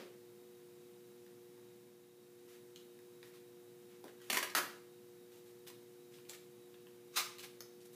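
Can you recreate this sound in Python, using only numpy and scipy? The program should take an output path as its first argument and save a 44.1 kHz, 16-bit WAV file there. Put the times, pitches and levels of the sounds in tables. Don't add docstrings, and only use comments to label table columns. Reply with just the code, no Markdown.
import sys
import numpy as np
from scipy import signal
from scipy.fft import rfft, irfft, next_fast_len
from scipy.io import wavfile
from scipy.ndimage import map_coordinates

SR = 44100
rng = np.random.default_rng(int(sys.argv[2]) if len(sys.argv) > 2 else 0)


def voltage_ratio(level):
    return 10 ** (np.asarray(level, float) / 20)


def materialize(psi):
    bounded = np.clip(np.atleast_2d(psi).T, -1, 1)
    quanta = np.round(bounded * 32767).astype(np.int16)
    wavfile.write(sys.argv[1], SR, quanta)


N = 350585


def unit(x):
    return x / np.sqrt(np.mean(x ** 2) + 1e-20)


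def along(points, hz):
    f, v = np.transpose(points)
    return np.interp(np.log(hz + 1), np.log(f + 1), v)


def wobble(rate):
    knots = rng.standard_normal(int(N * rate / SR) + 4)
    return map_coordinates(knots, [np.arange(N) * rate / SR])


def filtered(x, response):
    m = next_fast_len(len(x) + 4096)
    return irfft(rfft(x, m) * response(np.fft.rfftfreq(m, 1 / SR)), m)[:len(x)]


def toned(x, points):
    return filtered(x, lambda f: voltage_ratio(along(points, f)))


def modes(rows):
    def response(f):
        total = 0
        for k, (centre, width, db) in enumerate(rows):
            damping = 1j * f * width
            total = total + (-1) ** k * voltage_ratio(db) * damping / (centre * centre - f * f + damping)
        return total
    return response


def slips(size, rate, scatter_db):
    when, sign, big = rng.random((3, size))
    return (when < rate / SR) * np.sign(sign - 0.5) * voltage_ratio(-scatter_db * np.log(1.03 - big))


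# (frequency [Hz], level [dB per Hz])
CRACKLE_TONE = [(150, -24), (500, -6.5), (2000, -5.5), (5000, -5), (9000, -7), (13000, -4.5), (15500, -10)]


def crackle(x):
    return unit(toned(x, CRACKLE_TONE))


# (frequency [Hz], width [Hz], level [dB])
ROLL_MODES = [(305, 77, 7), (457, 32, 10.5), (530, 205, 4.5), (988, 127, 11), (1290, 110, -9)]


def roll(x, body_db, hz, crackle_db):
    push = voltage_ratio(body_db + 0.52 * crackle_db) / (1 + (hz / 4500) ** 2)
    return push * unit(filtered(x, modes(ROLL_MODES)))


def bursts(rows, rate, scatter_db, sharp, body_db):
    out, t = np.zeros(N + SR), np.arange(SR // 5) / SR
    for s, db, length, hz, crackle_db in rows:
        rise = np.clip(t / (0.17 * length), 0, 1)
        fall = np.clip((length - t) / (0.47 * length) + 0.5, 0, 1)
        train = slips(len(t), rate, scatter_db)
        fine = slips(len(t), 3 * rate, scatter_db / 2)
        sound = unit(filtered(train, modes([(hz, hz / sharp, 0)])))
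        sound += voltage_ratio(crackle_db) * crackle(train + fine)
        sound += roll(train, body_db, hz, crackle_db)
        out[round(s * SR):][:len(t)] += voltage_ratio(db) * rise * fall * sound
    return out[:N]


# (time [s], level [dB], length [s], strip resonance [Hz], crackle [dB])
JERK_PULLS = [
    (4.299, -38, 0.009, 2570, 3),
    (4.327, -41, 0.008, 2200, 7.5),
    (4.340, -47, 0.034, 1950, 4.5),
    (4.369, -35, 0.0095, 2100, -1.5),
    (4.384, -49, 0.014, 1300, -2),
    (4.427, -43, 0.012, 1800, 0.5),
    (4.499, -51.5, 0.0066, 4450, -13),
    (4.550, -36.5, 0.0096, 1520, -1.5),
    (4.561, -39.5, 0.029, 1530, 2),
    (4.583, -38, 0.012, 1190, -22),
]


def jerks():
    return bursts(JERK_PULLS, rate=3000, scatter_db=2.0, sharp=2.25, body_db=-2)


# (time [s], level [dB])
TEAR_LEVEL = [
    (7.12, -75.5),
    (7.143, -59.5),
    (7.155, -57),
    (7.162, -38.5),
    (7.173, -31),
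    (7.181, -35.5),
    (7.2, -39.5),
    (7.214, -47),
    (7.23, -65),
]
# (frequency [Hz], level [dB per Hz])
WEAVE_TONE = [(180, -48), (300, -8), (360, -13.5), (935, -9), (1180, -3), (1930, -6.5), (3800, -3.5),
              (15400, -12)]
# (frequency [Hz], width [Hz], level over the broad tone [dB])
FLAP_MODES = [(1130, 270, 2), (2230, 300, 6), (3820, 280, 0), (5300, 450, -1), (6360, 320, 5)]


def tear():
    t = np.arange(N) / SR
    s, level = np.transpose(TEAR_LEVEL)
    db = np.interp(t, s, level)
    rate = 1220 + (1275 - 1220) * voltage_ratio(2 * (db - db.max()))
    turns = np.cumsum(rate * (1 + 0.07 * wobble(300))) / SR
    threads = np.diff(np.floor(turns), prepend=0) * voltage_ratio(1.3 * rng.standard_normal(N))
    train = unit(threads) + 1.9 * unit(slips(N, 14000, scatter_db=3.0))
    inside = np.interp(t, [s[0], s[-1]], [1, 1], 0, 0)

    def strip(f):
        return voltage_ratio(along(WEAVE_TONE, f)) * (1.5 + sum(modes([m])(f) for m in FLAP_MODES))
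    return inside * voltage_ratio(db) * unit(filtered(train, strip))


def snaps(rows, second, body_db):
    out, t = np.zeros(N + SR), np.arange(SR // 20) / SR
    decay = voltage_ratio(-60 * t / 0.011)
    for s, db, hz, crackle_db in rows:
        crack = (t == 0) + 0.3 * decay * rng.standard_normal(len(t))
        spray = np.minimum(t / 0.0015, 1) * decay * rng.standard_normal(len(t))
        high = second * hz
        ring = unit(filtered(crack, lambda f: modes([(hz, hz / 2.2, 0)])(f) ** 2))
        ring += voltage_ratio(-5.5) * unit(filtered(crack, lambda f: modes([(high, high / 3.2, 0)])(f) ** 2))
        ring += voltage_ratio(crackle_db) * crackle(spray)
        ring += roll(crack, body_db, hz, crackle_db)
        out[round(s * SR):][:len(t)] += voltage_ratio(db) * ring / abs(ring).max()
    return out[:N]


# (time [s], peak level [dB], first mode [Hz], crackle [dB])
BOTTLE_PRESSES = [
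    (2.989, -53, 1790, 2),
    (4.4275, -26, 1940, -2),
    (5.319, -53, 2980, 7),
    (5.701, -42, 2160, 6),
    (6.185, -50.5, 2660, -8),
    (6.295, -35.5, 6930, -1.5),
    (6.742, -53, 2640, -13),
    (6.869, -50, 2701, -6),
    (7.815, -58, 5200, -7),
    (7.855, -54, 10200, -8),
]


def presses():
    return snaps(BOTTLE_PRESSES, second=0.6236, body_db=-1.0)


# (time [s], peak level [dB], first mode [Hz], crackle [dB])
TAPE_CREASES = [(1.264, -51, 1670, 4), (1.578, -60, 930, -14), (2.76, -41, 3130, -10),
                (3.229, -44, 1910, -5), (3.357, -66, 1860, -8), (4.041, -42, 425, -9),
                (4.05, -46, 305, -25), (4.081, -49, 1600, -6), (4.202, -56, 1600, -8),
                (4.216, -50, 1600, 2), (4.242, -58, 2800, -8), (4.5499, -20, 1680, 1),
                (5.667, -49, 3120, 4), (6.141, -53, 3070, -8), (6.252, -56, 2598, -8),
                (6.334, -43, 2060, -2), (7.384, -41, 3500, 2), (7.395, -42, 2940, -15),
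                (7.44, -42, 2380, -10), (7.606, -35.5, 5600, 0.5)]


def creases():
    return snaps(TAPE_CREASES, second=1.79, body_db=-15)


# (time [s], level [dB], length [s], strip resonance [Hz], crackle [dB])
SLOW_PEELS = [(2.47, -74, 0.1, 1980, 3.5), (2.765, -72, 0.044, 3200, -22), (3.23, -73.5, 0.064, 2030, 3),
              (3.33, -72, 0.047, 2020, 2), (3.88, -73.5, 0.09, 1900, -20), (4.04, -67.5, 0.064, 920, -14),
              (4.2, -75, 0.16, 2190, 6.5), (5.31, -80, 0.086, 2950, 8), (5.45, -82.5, 0.061, 2995, 10),
              (5.668, -61.5, 0.022, 3000, 5.5), (6.11, -72.5, 0.09, 3000, 0.5),
              (6.285, -65.5, 0.036, 4160, 7), (6.33, -68, 0.022, 2100, 10), (7.385, -61, 0.028, 3150, 2),
              (7.425, -57, 0.031, 2530, -0.5), (7.80, -73.5, 0.037, 4400, -3),
              (7.85, -78.5, 0.014, 9500, 14), (7.925, -77.5, 0.044, 9600, 12)]


def peels():
    return bursts(SLOW_PEELS, rate=4900, scatter_db=3.0, sharp=0.89, body_db=-9)


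# (frequency [Hz], time to fall 60 dB [s])
ROOM_DECAY = [(200, 0.62), (1000, 0.47), (4000, 0.45), (8000, 0.4), (14000, 0.34)]


def tail(size):
    hz, t, z = signal.stft(rng.standard_normal(size), SR, nperseg=256)
    decay = voltage_ratio(-60 * t / along(ROOM_DECAY, hz)[:, None])
    x = signal.istft(z * decay, SR, nperseg=256)[1][:size]
    return x / np.linalg.norm(x)


# (delay [s], level [dB])
NEAR_ECHOES = [(.0011, -25), (.0023, -51), (.0037, -12), (.0052, -25), (.0078, -10), (.0115, -15),
               (.016, -9)]


def room(x):
    out, step = np.zeros(N + SR), SR // 10
    for start in range(0, N, step):
        piece = x[start:start + step]
        if np.any(piece):
            wet = signal.fftconvolve(piece, tail(SR * 3 // 5))
            out[start + round(0.003 * SR):][:len(wet)] += voltage_ratio(-3) * wet

    def near(f):
        return sum((-1) ** k * voltage_ratio(db) * np.exp(-2j * np.pi * f * s) for k, (s, db) in enumerate(NEAR_ECHOES))
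    return out[:N] + filtered(x, near)


# (frequency [Hz], level [dB per Hz])
KNOCK_TONE = [(100, -19), (200, -9), (350, -7), (520, -8), (850, -21), (2000, -21), (4000, -25),
              (9000, -37.5)]


def last_knock():
    x = toned(tail(SR // 2), KNOCK_TONE)
    return np.pad(voltage_ratio(-17.5) * x / np.linalg.norm(x), (0, N - len(x)))


# (frequency [Hz], level [dB])
HUM_HARMONICS = [(119.9, -23.5), (239.8, -30.5), (359.7, -2.5), (479.6, -8.5), (719.4, -28), (839.3, -33)]


def lamp_hum():
    t, hum = np.arange(N) / SR, 0
    for hz, db in HUM_HARMONICS:
        level = voltage_ratio(db + 0.2 * wobble(3.4)) * np.sqrt(2)
        hum = hum + level * np.sin(2 * np.pi * (hz * t + rng.random()) + 0.59 * wobble(7.7))
    return voltage_ratio(-57.5) * hum


# (frequency [Hz], width [Hz], level [dB])
DRIVER_WHINES = [(3765, 90, -85.5), (3880, 85, -87.5)]


def lamp_whine():
    whine = 0
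    for hz, width, db in DRIVER_WHINES:
        band = filtered(rng.standard_normal(N), lambda f: modes([(hz, width, 0)])(f) ** 2)
        whine = whine + voltage_ratio(db + 2.8 * wobble(25)) * unit(band)
    return whine


# (frequency [Hz], level [dB per Hz])
VENT_TONE = [(20, -47), (80, -32.5), (115, -12), (230, -8.5), (310, -14), (550, -21.5), (1000, -26.5),
             (4000, -39.5)]
# (frequency [Hz], level [dB per Hz])
HISS_TONE = [(20, -13), (1000, -0.5), (2000, 1.5), (3700, -0.5), (9000, -1.5), (15500, 0)]


def air():
    rumble = voltage_ratio(-67) * unit(toned(rng.standard_normal(N), VENT_TONE))
    hiss = voltage_ratio(-68.5) * unit(toned(rng.standard_normal(N), HISS_TONE))
    return rumble + hiss


def background():
    dip = np.interp(np.arange(N) / SR, (1.67, 2.1, 2.52), [0, 1, 0])
    return voltage_ratio(-4.5 * dip) * lamp_hum() + voltage_ratio(-2.5 * dip) * (air() + lamp_whine())


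def scene():
    tape = jerks() + tear() + presses() + creases() + peels()
    sounds = tape + room(tape) + last_knock()
    near = filtered(sounds, lambda f: (1j * f / (130 + 1j * f)) ** 3)
    return (near + background())[None]


def low_pass(x):
    return signal.sosfilt(signal.butter(12, 16120, fs=SR, output="sos"), x)


def record(dry):
    top = 15380
    mix = filtered(dry[0], lambda f: voltage_ratio(np.interp(f, [top, top + 150, top + 700], [0, -22, -60])))[None]
    return low_pass(mix)


dry = scene()
out = record(dry)
materialize(out)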